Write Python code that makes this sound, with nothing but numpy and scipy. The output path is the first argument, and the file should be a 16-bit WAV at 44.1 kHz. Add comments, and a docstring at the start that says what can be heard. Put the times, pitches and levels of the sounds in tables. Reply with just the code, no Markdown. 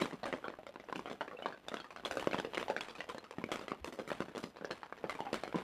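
"""Rain on a taut awning

Rain patters on a taut fabric awning just overhead at a campground. Each heavy drop is a damped dent
and delayed rebound (pop) plus decaying filtered noise (ripple rustle); small drops tick in between.
Bursts of spray and drips on gravel are grainy decaying noise; ringing notes and one canopy heave are
decaying sines. Light rain on the wet ground beyond is a bed of coloured noise."""
import sys
import numpy as np
from scipy import signal
from scipy.fft import rfft, irfft
from scipy.io import wavfile
from scipy.ndimage import uniform_filter1d

SR = 44100
rng = np.random.default_rng(int(sys.argv[2]) if len(sys.argv) > 2 else 0)


def inscribe(sig):
    """Save sig as 16-bit PCM at rate SR to the path in sys.argv[1].

    A 1-D sig is mono; a 2-D sig holds one channel per row.
    Samples are clipped to [-1, 1] before scaling.
    """
    pcm = np.round(np.clip(np.atleast_2d(sig).T, -1, 1) * 32767)
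    wavfile.write(sys.argv[1], SR, pcm.astype(np.int16))


N = 248283
RING = int(.3 * SR)  # length of one short sound, samples
T = np.arange(RING) / SR  # s
HZ = np.maximum(np.fft.rfftfreq(RING, 1 / SR), 1)

# heavy drops on the awning, levels ahead of colouring:
# [t/s, pop energy/dB, ripple re pop/dB, dent f/Hz, contact cutoff f/Hz]
DROPS = [(0.001, -16, 2.5, 496, 8100.0), (0.014, -8.5, -2.5, 312, 10700), (0.0198, -1, -23, 295, 9600),
         (0.046, -14, -5, 503, 9500.0), (0.057, -10, -16, 503, 5900.0), (0.1105, -17.5, -12, 560.0, 5000.0),
         (0.125, -19, -17, 560.0, 2300.0), (0.131, -14, -5, 350, 5000.0), (0.232, -12, 2, 470, 3640),
         (0.256, -9, -42, 500.0, 8040), (0.2653, -10, -2, 505, 3030), (0.327, -6.5, -9, 560.0, 3520),
         (0.338, -5.5, -10, 388, 2280), (0.428, -25, -7, 635, 3300), (0.442, -14, 0.5, 920, 1460),
         (0.482, -9, -12, 543, 2720), (0.502, -16.5, -10.5, 620, 2480), (0.539, -19.5, -11, 835, 1590),
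         (0.589, -23.5, -5.5, 436, 2300.0), (0.667, -16, -3.5, 755, 5140), (0.759, -16.5, -12, 570, 2500),
         (0.799, -20, -9, 560, 3500), (0.887, -16, -10, 750, 1920), (0.898, -15.5, -17, 825, 1900.0),
         (0.9263, -6, -14.5, 580, 3580), (0.958, -10.5, -9, 430, 6800), (0.9932, -10, -15, 410, 4900),
         (1.058, -12.5, -3, 480, 4140), (1.099, -15.5, -1, 547, 4900), (1.1133, -11.5, -8, 490, 1900.0),
         (1.209, -7.5, -3, 740, 2680), (1.2146, -19, -0.5, 634, 3020), (1.279, -17, -5.5, 564, 3580),
         (1.3129, -19, -4, 1030, 1380), (1.332, -17.5, -0.5, 517, 2300.0),
         (1.389, -18, -2.5, 1230.0, 1200.0), (1.423, -13, -6.5, 604, 3000), (1.4591, -2.5, -8, 680, 2770),
         (1.5246, -18, -2.5, 750, 2370), (1.684, -10, -13, 756, 9400), (1.717, -13, 0, 554, 3100.0),
         (1.742, -8.5, -11, 594, 6940), (1.7693, -17.5, -3, 1090, 3100.0), (1.801, -15.5, -8, 650, 4300.0),
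         (1.844, -19.5, -4, 765, 5940), (1.906, -20, -2.5, 724, 5070), (1.962, -16, -11.5, 1040, 3600),
         (1.972, -18, -4.5, 890, 1800), (2.0357, -21, -11, 400, 1900), (2.05, -8.5, -11, 720, 13000.0),
         (2.0577, -7.5, -8, 745, 8200), (2.1111, -5.5, -5, 590, 8060), (2.171, -3.5, -9.5, 460, 9500.0),
         (2.197, -12.5, -5.5, 550, 13000.0), (2.226, -9.5, -18, 500.0, 5900.0),
         (2.243, -15.5, -21, 700, 6900), (2.2724, 2.5, -17, 370, 3120), (2.312, -12.5, -4, 557, 4300),
         (2.332, -4.5, -5, 655, 2730), (2.345, -2.5, -22, 340.0, 4400), (2.383, -14, -6, 563, 6900.0),
         (2.387, -6.5, -15, 338, 3100.0), (2.3994, -6, -14.5, 440, 8050), (2.448, -9.5, -3.5, 646, 2360),
         (2.5347, -13.5, -6.5, 736, 3120), (2.5467, -10.5, -7.5, 720, 5860), (2.5733, -6, -15, 575, 5900.0),
         (2.579, -6, -9.5, 447, 6900.0), (2.598, -11, -4.5, 560.0, 8100.0), (2.6135, -13.5, -9, 623, 4300),
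         (2.628, -8.5, -15, 950.0, 1910), (2.6823, -8.5, -0.5, 800, 3620), (2.7, -0.5, -9, 494, 3670),
         (2.7646, -6.5, -6, 574, 4300.0), (2.8086, -9, -19, 824, 8100.0), (2.885, -17.5, -2.5, 760, 5270),
         (2.9525, -21.5, -2, 720, 8100.0), (2.983, -26.5, 6, 480, 8200), (3.0056, -10.5, -5.5, 920, 3230),
         (3.091, -15, -6, 740, 9500.0), (3.098, -15.5, -8, 1250, 3630), (3.147, -13, -10, 320, 4300.0),
         (3.173, -27, -15, 640, 6900), (3.182, -14.5, -25, 480, 9100), (3.242, -23, -2.5, 700, 5500),
         (3.3099, -15.5, -9.5, 770, 8300), (3.384, -9.5, -12, 231, 3100.0), (3.415, -18, -11, 480, 4000),
         (3.44, -5.5, -14, 230, 5950), (3.4898, -15.5, -5, 497, 3580), (3.517, -7, -9, 516, 13000.0),
         (3.523, -9, -4, 447, 13000.0), (3.558, -10, -22, 500.0, 9500.0),
         (3.593, -15.5, -19, 380.0, 6900.0), (3.613, -17.5, -2, 490, 6860), (3.6814, -12.5, -5, 552, 5130),
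         (3.718, -4.5, -18, 388, 2520), (3.8451, -11.5, -4, 540, 13100), (3.878, -15, -6.5, 335, 5500),
         (3.925, -20, 0.5, 437, 13300), (3.989, -9.5, -2, 466, 4300), (4.077, -17, -0.5, 445, 12900),
         (4.1038, -9.5, -9, 550, 3480), (4.1167, -3.5, -32, 340.0, 4100), (4.2048, -4.5, -9, 244, 6200),
         (4.22, -14, -15, 300, 8100.0), (4.2838, -18.5, -6.5, 304, 4330), (4.35, -13.5, -2.5, 490, 5000.0),
         (4.3701, -13, -12, 338, 4300.0), (4.379, -11.5, -7.5, 440.0, 13000.0),
         (4.4314, -20.5, 0.5, 560, 9000), (4.4395, -9.5, -11.5, 258, 8400), (4.569, -20, -4.5, 734, 3100.0),
         (4.611, -19, 1, 447, 1850), (4.6465, -6.5, -9.5, 480, 3330), (4.7054, -13, -10, 445, 3600.0),
         (4.71, -10.5, -4, 388, 6000), (4.8318, -12.5, -8.5, 904, 2660), (4.9252, -11, -15, 770, 1580),
         (4.977, -24.5, -1, 910, 3300), (5.041, -4, -11, 390, 2460), (5.0524, -16, -8.5, 338, 1190),
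         (5.0955, -7.5, -6, 845, 9100), (5.126, -18, -14, 650, 8000), (5.152, -15.5, -11, 497, 8100.0),
         (5.205, -5, -8, 352, 4200), (5.2555, -23, -12, 800, 4300), (5.2668, -10.5, -2.5, 915, 1190),
         (5.33, -3, -11.5, 298, 9500.0), (5.3427, -5, -10, 505, 9500.0), (5.4361, -6.5, -10.5, 520, 6650),
         (5.4776, -12.5, -11, 465, 4300.0), (5.5263, -15.5, -14, 1090, 2330), (5.5442, -7, -1, 383, 1200.0),
         (5.557, -12, -3.5, 305, 5060), (5.5849, -11.5, -13, 564, 4400)]


def undb(db):
    """Decibels to gain."""
    return 10 ** (np.asarray(db) / 20)


def unit(x):
    """Scale each row to an energy of one."""
    return x / np.sqrt(np.sum(x ** 2, axis=-1, keepdims=True))


def fade(t60_s):
    """Exponential decay that loses 60 dB in t60_s."""
    return np.exp(-np.log(1000) * T / t60_s)


def lookup(points, hz):
    """Interpolate (Hz, value) points on a log-frequency axis."""
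    f, value = np.transpose(points)
    return np.interp(np.log(hz), np.log(f), value)


def colour(x, points):
    """Minimum-phase filter with the given (Hz, dB) shape, so attacks stay sharp."""
    cepstrum = irfft(np.log(undb(lookup(points, HZ))), RING)
    # fold the cepstrum to make the response causal
    cepstrum[1:RING // 2] *= 2
    cepstrum[RING // 2 + 1:] = 0
    impulse = irfft(np.exp(rfft(cepstrum)), RING)
    return signal.fftconvolve(x, impulse)[:len(x)]


def place(times_s, sounds):
    """Add one short sound at each time."""
    out = np.zeros(N + RING)
    for t_s, sound in zip(times_s, sounds):
        i = int(np.clip(t_s * SR, 0, N - 1))
        out[i:i + len(sound)] += sound
    return out[:N]


def shower():
    """Rain intensity, -1 to 1: a running mean of the heavy drops' gains, soft-limited."""
    t_s, drop_db = np.transpose(DROPS)[:2]
    impulses = np.bincount((t_s * SR).astype(int), undb(drop_db), N)[:N]
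    mean = uniform_filter1d(impulses, size=9000, mode="wrap")
    mean = uniform_filter1d(mean, size=4000)
    return np.tanh(mean / mean.mean() - 1)


def wash(rms_db, grain_db, swell_db):
    """Countless far drops on grass, gravel and trees merge into a bed that follows the shower."""
    # filter shape of the distant rain: [f/Hz, level/dB]
    wash_shape = [(25, -13), (55, 2.5), (130, -1), (250, 4.5), (1100, -3.5), (3000, -10), (5500, -23),
                  (8000, -28), (14000, -28.5)]
    grains = undb(grain_db * np.minimum(rng.exponential(size=N), 6))
    bed = colour(rng.standard_normal(N) * grains, wash_shape)
    steady = unit(bed) * np.sqrt(N) * undb(rms_db)
    return steady * undb(swell_db * shower())


def spot_tone(count, depth_db):
    """Each spot of cloth has six resonances or dips that make its taps hollow in their own way."""
    chance = rng.random((count, 6, 2))
    tone = 1
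    for k in range(6):
        centre_hz = 440 * 1.5 ** (k + chance[:, k, :1])
        q = 9 * (centre_hz / 1000) ** .3
        s = 1j * HZ / centre_hz
        gain = undb(depth_db * (chance[:, k, 1:] - .35))
        tone = tone * (1 + s * gain / q + s * s) / (1 + s / q + s * s)
    return tone


def pop(dent_hz, contact_hz, q, rebound, rebound_s):
    """The cloth dips, then springs back about a millisecond later; soft contact rounds the edge."""
    count, jw = len(dent_hz), 1j * HZ
    s = jw / dent_hz[:, None]
    resonance = s / (1 + s / q + s * s)
    bass_cut = s / (s + 0.3)  # a small dent radiates little bass
    contact = 1 / (1 + jw / contact_hz[:, None]) ** 2
    delay_s = rebound_s * np.exp(0.234 * rng.standard_normal((count, 1)))
    spring = 1 - rebound * np.exp(-2 * np.pi * jw * delay_s)
    spectrum = resonance * bass_cut * contact * spring * spot_tone(count, depth_db=19)
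    return -unit(irfft(spectrum, RING))


def ripple(count, grain_db, early_db, return_s):
    """Waves return from hems and frame by many paths: a slight early lull, then a diffuse tail."""
    # decay time of ripples by band: [f/Hz, t60/s]
    ripple_t60 = [(150, 0.14), (600, 0.19), (2500, 0.11), (10000, 0.22)]
    chance = rng.standard_normal((count, 2, RING))
    # noise level steps every 64 samples
    lumps = np.repeat(chance[:, 1, :RING // 64 + 1], 64, axis=1)[:, :RING]
    paths = rfft(chance[:, 0] * undb(grain_db * lumps))
    centres = np.log([hz for hz, _ in ripple_t60])
    tail = 0
    for share, (_, t60_s) in zip(np.eye(len(centres)), ripple_t60):
        band = np.interp(np.log(HZ), centres, share)
        tail = tail + irfft(paths * band, RING) * fade(t60_s)
    onset = np.minimum(undb(early_db) + (T / return_s) ** 4, 1)
    return unit(tail * onset)


def wet_slap(count, above_hz, t60_s):
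    """Water spreads for a few milliseconds: tap treble is part clean click, part tiny noise splat."""
    envelope = fade(t60_s) * (1 - fade(t60_s)) ** .5
    splat = rfft(unit(rng.standard_normal((count, RING)) * envelope))
    wetness = rng.uniform(.4, 1, (count, 1))
    s = 1j * HZ / above_hz
    treble = np.sqrt(1 - wetness) + np.sqrt(wetness) * splat
    return (1 + 0.6 * s + s * s * treble) / (1 + np.sqrt(2) * s + s * s)


def awning(times_s, pop_db, pops, ripple_db):
    """Each pop gets a wet slap and drives ripples that ring in the cloth around its spot."""
    # filter shapes of the pops and of the ripples: [f/Hz, level/dB]
    pop_colour = [(40, -0.5), (110, 0.5), (200, 1), (330, -2.5), (650, -5), (1300, -4.5), (2600, -3),
                  (4600, -6), (8000, -4), (14000, -10.5)]
    ripple_colour = [(40, -10.5), (110, 6), (190, 11.5), (500, -1), (1300, -1), (3000, 3.5), (6000, 2),
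                     (8000, 1.5)]
    count = len(times_s)
    paths = rfft(ripple(count, grain_db=5.5, early_db=-2.5, return_s=0.013))
    paths = paths * spot_tone(count, depth_db=13)
    dents = rfft(pops)
    taps = unit(irfft(dents * wet_slap(count, above_hz=2380, t60_s=0.01), RING))
    taps = taps * undb(pop_db)[:, None]
    tails = unit(irfft(dents * paths, RING)) * undb(pop_db + ripple_db)[:, None]
    return colour(place(times_s, taps), pop_colour) + colour(place(times_s, tails), ripple_colour)


def heavy_drops():
    """Fat drops land close overhead, each on a stretch of cloth with its own tension (dent pitch)."""
    t_s, pop_db, ripple_db, dent_hz, contact_hz = np.transpose(DROPS)
    pops = pop(dent_hz, contact_hz, q=0.68, rebound=0.5, rebound_s=0.001209)
    return awning(t_s, pop_db, pops, ripple_db)


def small_drops(count, follow_db, spread_db, dent_hz, contact_hz, lone_db, scatter_s):
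    """Fine droplets patter down in the wake of heavy drops, edges tied to theirs; a few fall alone."""
    when, which, kind = rng.random((count, 3)).T
    size, pitch, edge = np.clip(rng.standard_normal((count, 3)).T, -1.7, 1.7)
    parents = np.array(DROPS)[(which * len(DROPS)).astype(int)]
    parent_s, parent_db, _, _, parent_hz = parents.T
    follows = kind < .75
    times_s = np.where(follows, parent_s + scatter_s * when ** 1.2, when * N / SR)
    wake_db = follow_db + 1.01 * parent_db - 8 * when  # later droplets are weaker
    level_db = np.where(follows, wake_db, lone_db) + spread_db * size
    edge_hz = np.sqrt(parent_hz * contact_hz) * np.exp(0.32 * edge)
    pitch_hz = dent_hz * np.exp(.45 * pitch)
    pops = pop(pitch_hz, edge_hz, q=1.0, rebound=0.28, rebound_s=0.000715)
    return awning(times_s, level_db, pops, -18)


def spray(bursts, tone, gain_db, t60_s, grain_db):
    """Thrown droplets crackle and thin out: decaying noise whose level steps every 30 samples."""
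    t_s, burst_db = np.transpose(bursts)
    steps = np.minimum(rng.exponential(size=(len(t_s), RING // 30 + 1)), 4)
    sizes = np.repeat(undb(grain_db * steps), 30, axis=1)[:, :RING]
    droplets = rng.standard_normal((len(t_s), RING)) * sizes
    sounds = unit(droplets * fade(t60_s)) * undb(burst_db + gain_db)[:, None]
    return colour(place(t_s, sounds), tone)


def splashes():
    """Some drops burst into spray, a long-decaying crackle."""
    # bursting drops: [t/s, relative level/dB]
    burst_drops = [(0.0209, -36), (0.259, -35.5), (1.684, -44.5), (2.0507, -39.5), (2.1703, -38),
                   (2.5753, -42), (2.8073, -35), (3.087, -42.5), (3.517, -34), (4.1135, -37.5),
                   (4.709, -40.5), (5.098, -36.5), (5.329, -32.5), (5.5572, -38)]
    # filter shape of the spray: [f/Hz, level/dB]
    spray_shape = [(200, 3.5), (1200, 10), (3500, 1), (6000, -12.5), (9000, -12), (14000, -33)]
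    return spray(burst_drops, spray_shape, gain_db=21.5, t60_s=0.45, grain_db=4.0)


def pings(t60_s, rise_s, bend, bend_s, rough):
    """Drops leave brief, slightly blurred notes that slide up into their pitch and ring on."""
    # ringing notes: [t/s, nominal peak level/dB, settled f/Hz]
    notes = [(0.021, -37.5, 3950), (.455, -38, 1120), (0.588, -40.5, 630), (1.312, -41, 1140),
             (1.369, -47, 2710), (1.423, -42.5, 2990), (2.052, -42, 4120), (2.81, -42, 3360),
             (3.098, -39.5, 1025), (3.147, -41, 518), (3.183, -49.5, 4130), (5.19, -35.5, 915)]
    turns_s = T - bend * bend_s * (1 - np.exp(-T / bend_s))  # time warp of the upward slide
    noise = uniform_filter1d(rng.standard_normal((len(notes), RING)), size=110)
    flutter = 1 + rough * np.sqrt(RING) * unit(noise)
    envelope = fade(t60_s) * np.minimum(T / rise_s, 1)
    sounds = [undb(db) * np.sin(2 * np.pi * hz * turns_s) * envelope for _, db, hz in notes]
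    return place([t_s for t_s, _, _ in notes], flutter * sounds / np.hypot(1, rough))


def gravel_drips():
    """Drips spatter on the wet gravel: short crackles in a narrow treble band."""
    # drips: [t/s, relative level/dB]
    drip_hits = [(0.669, -25), (0.797, -29), (0.838, -26), (4.646, -12), (4.85, -28), (4.972, -28)]
    # filter shape of the spatter: [f/Hz, level/dB]
    gravel_shape = [(2000, -28), (4400, -3.5), (5800, -3), (7500, -30)]
    return spray(drip_hits, gravel_shape, gain_db=-3, t60_s=0.083, grain_db=6.0)


def heaves(t60_s, rise_s):
    """The whole canopy swells and settles once with a faint low thud, a decaying sine."""
    start_s, level_db, pitch_hz = 3.809, -43, 68.6  # level ahead of the envelope
    envelope = fade(t60_s) * np.minimum(T / rise_s, 1)
    return place([start_s], [undb(level_db) * np.sin(2 * np.pi * pitch_hz * T) * envelope])


def widen(x, side_db):
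    """Only the treble differs between left and right: its direction scatters from moment to moment."""
    treble = signal.butter(10, 5300, "high", fs=SR, output="sos")
    scatter = unit(uniform_filter1d(rng.standard_normal(N), size=20)) * np.sqrt(N)
    scattered = signal.sosfilt(treble, x) * scatter
    side = undb(side_db) * signal.sosfilt(treble, scattered)
    return np.array([x + side, x - side])


def scene():
    """Taps on the awning close above, splashes around it, and the far wash of rain."""
    bed = wash(rms_db=-60.5, grain_db=4.5, swell_db=7.0)
    near = heavy_drops()
    near = near + small_drops(count=540, follow_db=-15, spread_db=3, dent_hz=677, contact_hz=3850,
                              lone_db=-28.5, scatter_s=.05)
    water = splashes() + gravel_drips()
    ringing = pings(t60_s=0.076, rise_s=0.00014, bend=0.15, bend_s=0.0012, rough=0.34)
    thud = heaves(t60_s=0.17, rise_s=0.013)
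    return widen(near + water + ringing + bed + thud, side_db=-9)


def record(dry):
    """The recorder cuts the top: a steep elliptic low-pass."""
    top_hz = 14300
    return signal.sosfilt(signal.ellip(8, .2, 70, top_hz, fs=SR, output="sos"), dry)


dry = scene()
out = record(dry)
inscribe(out)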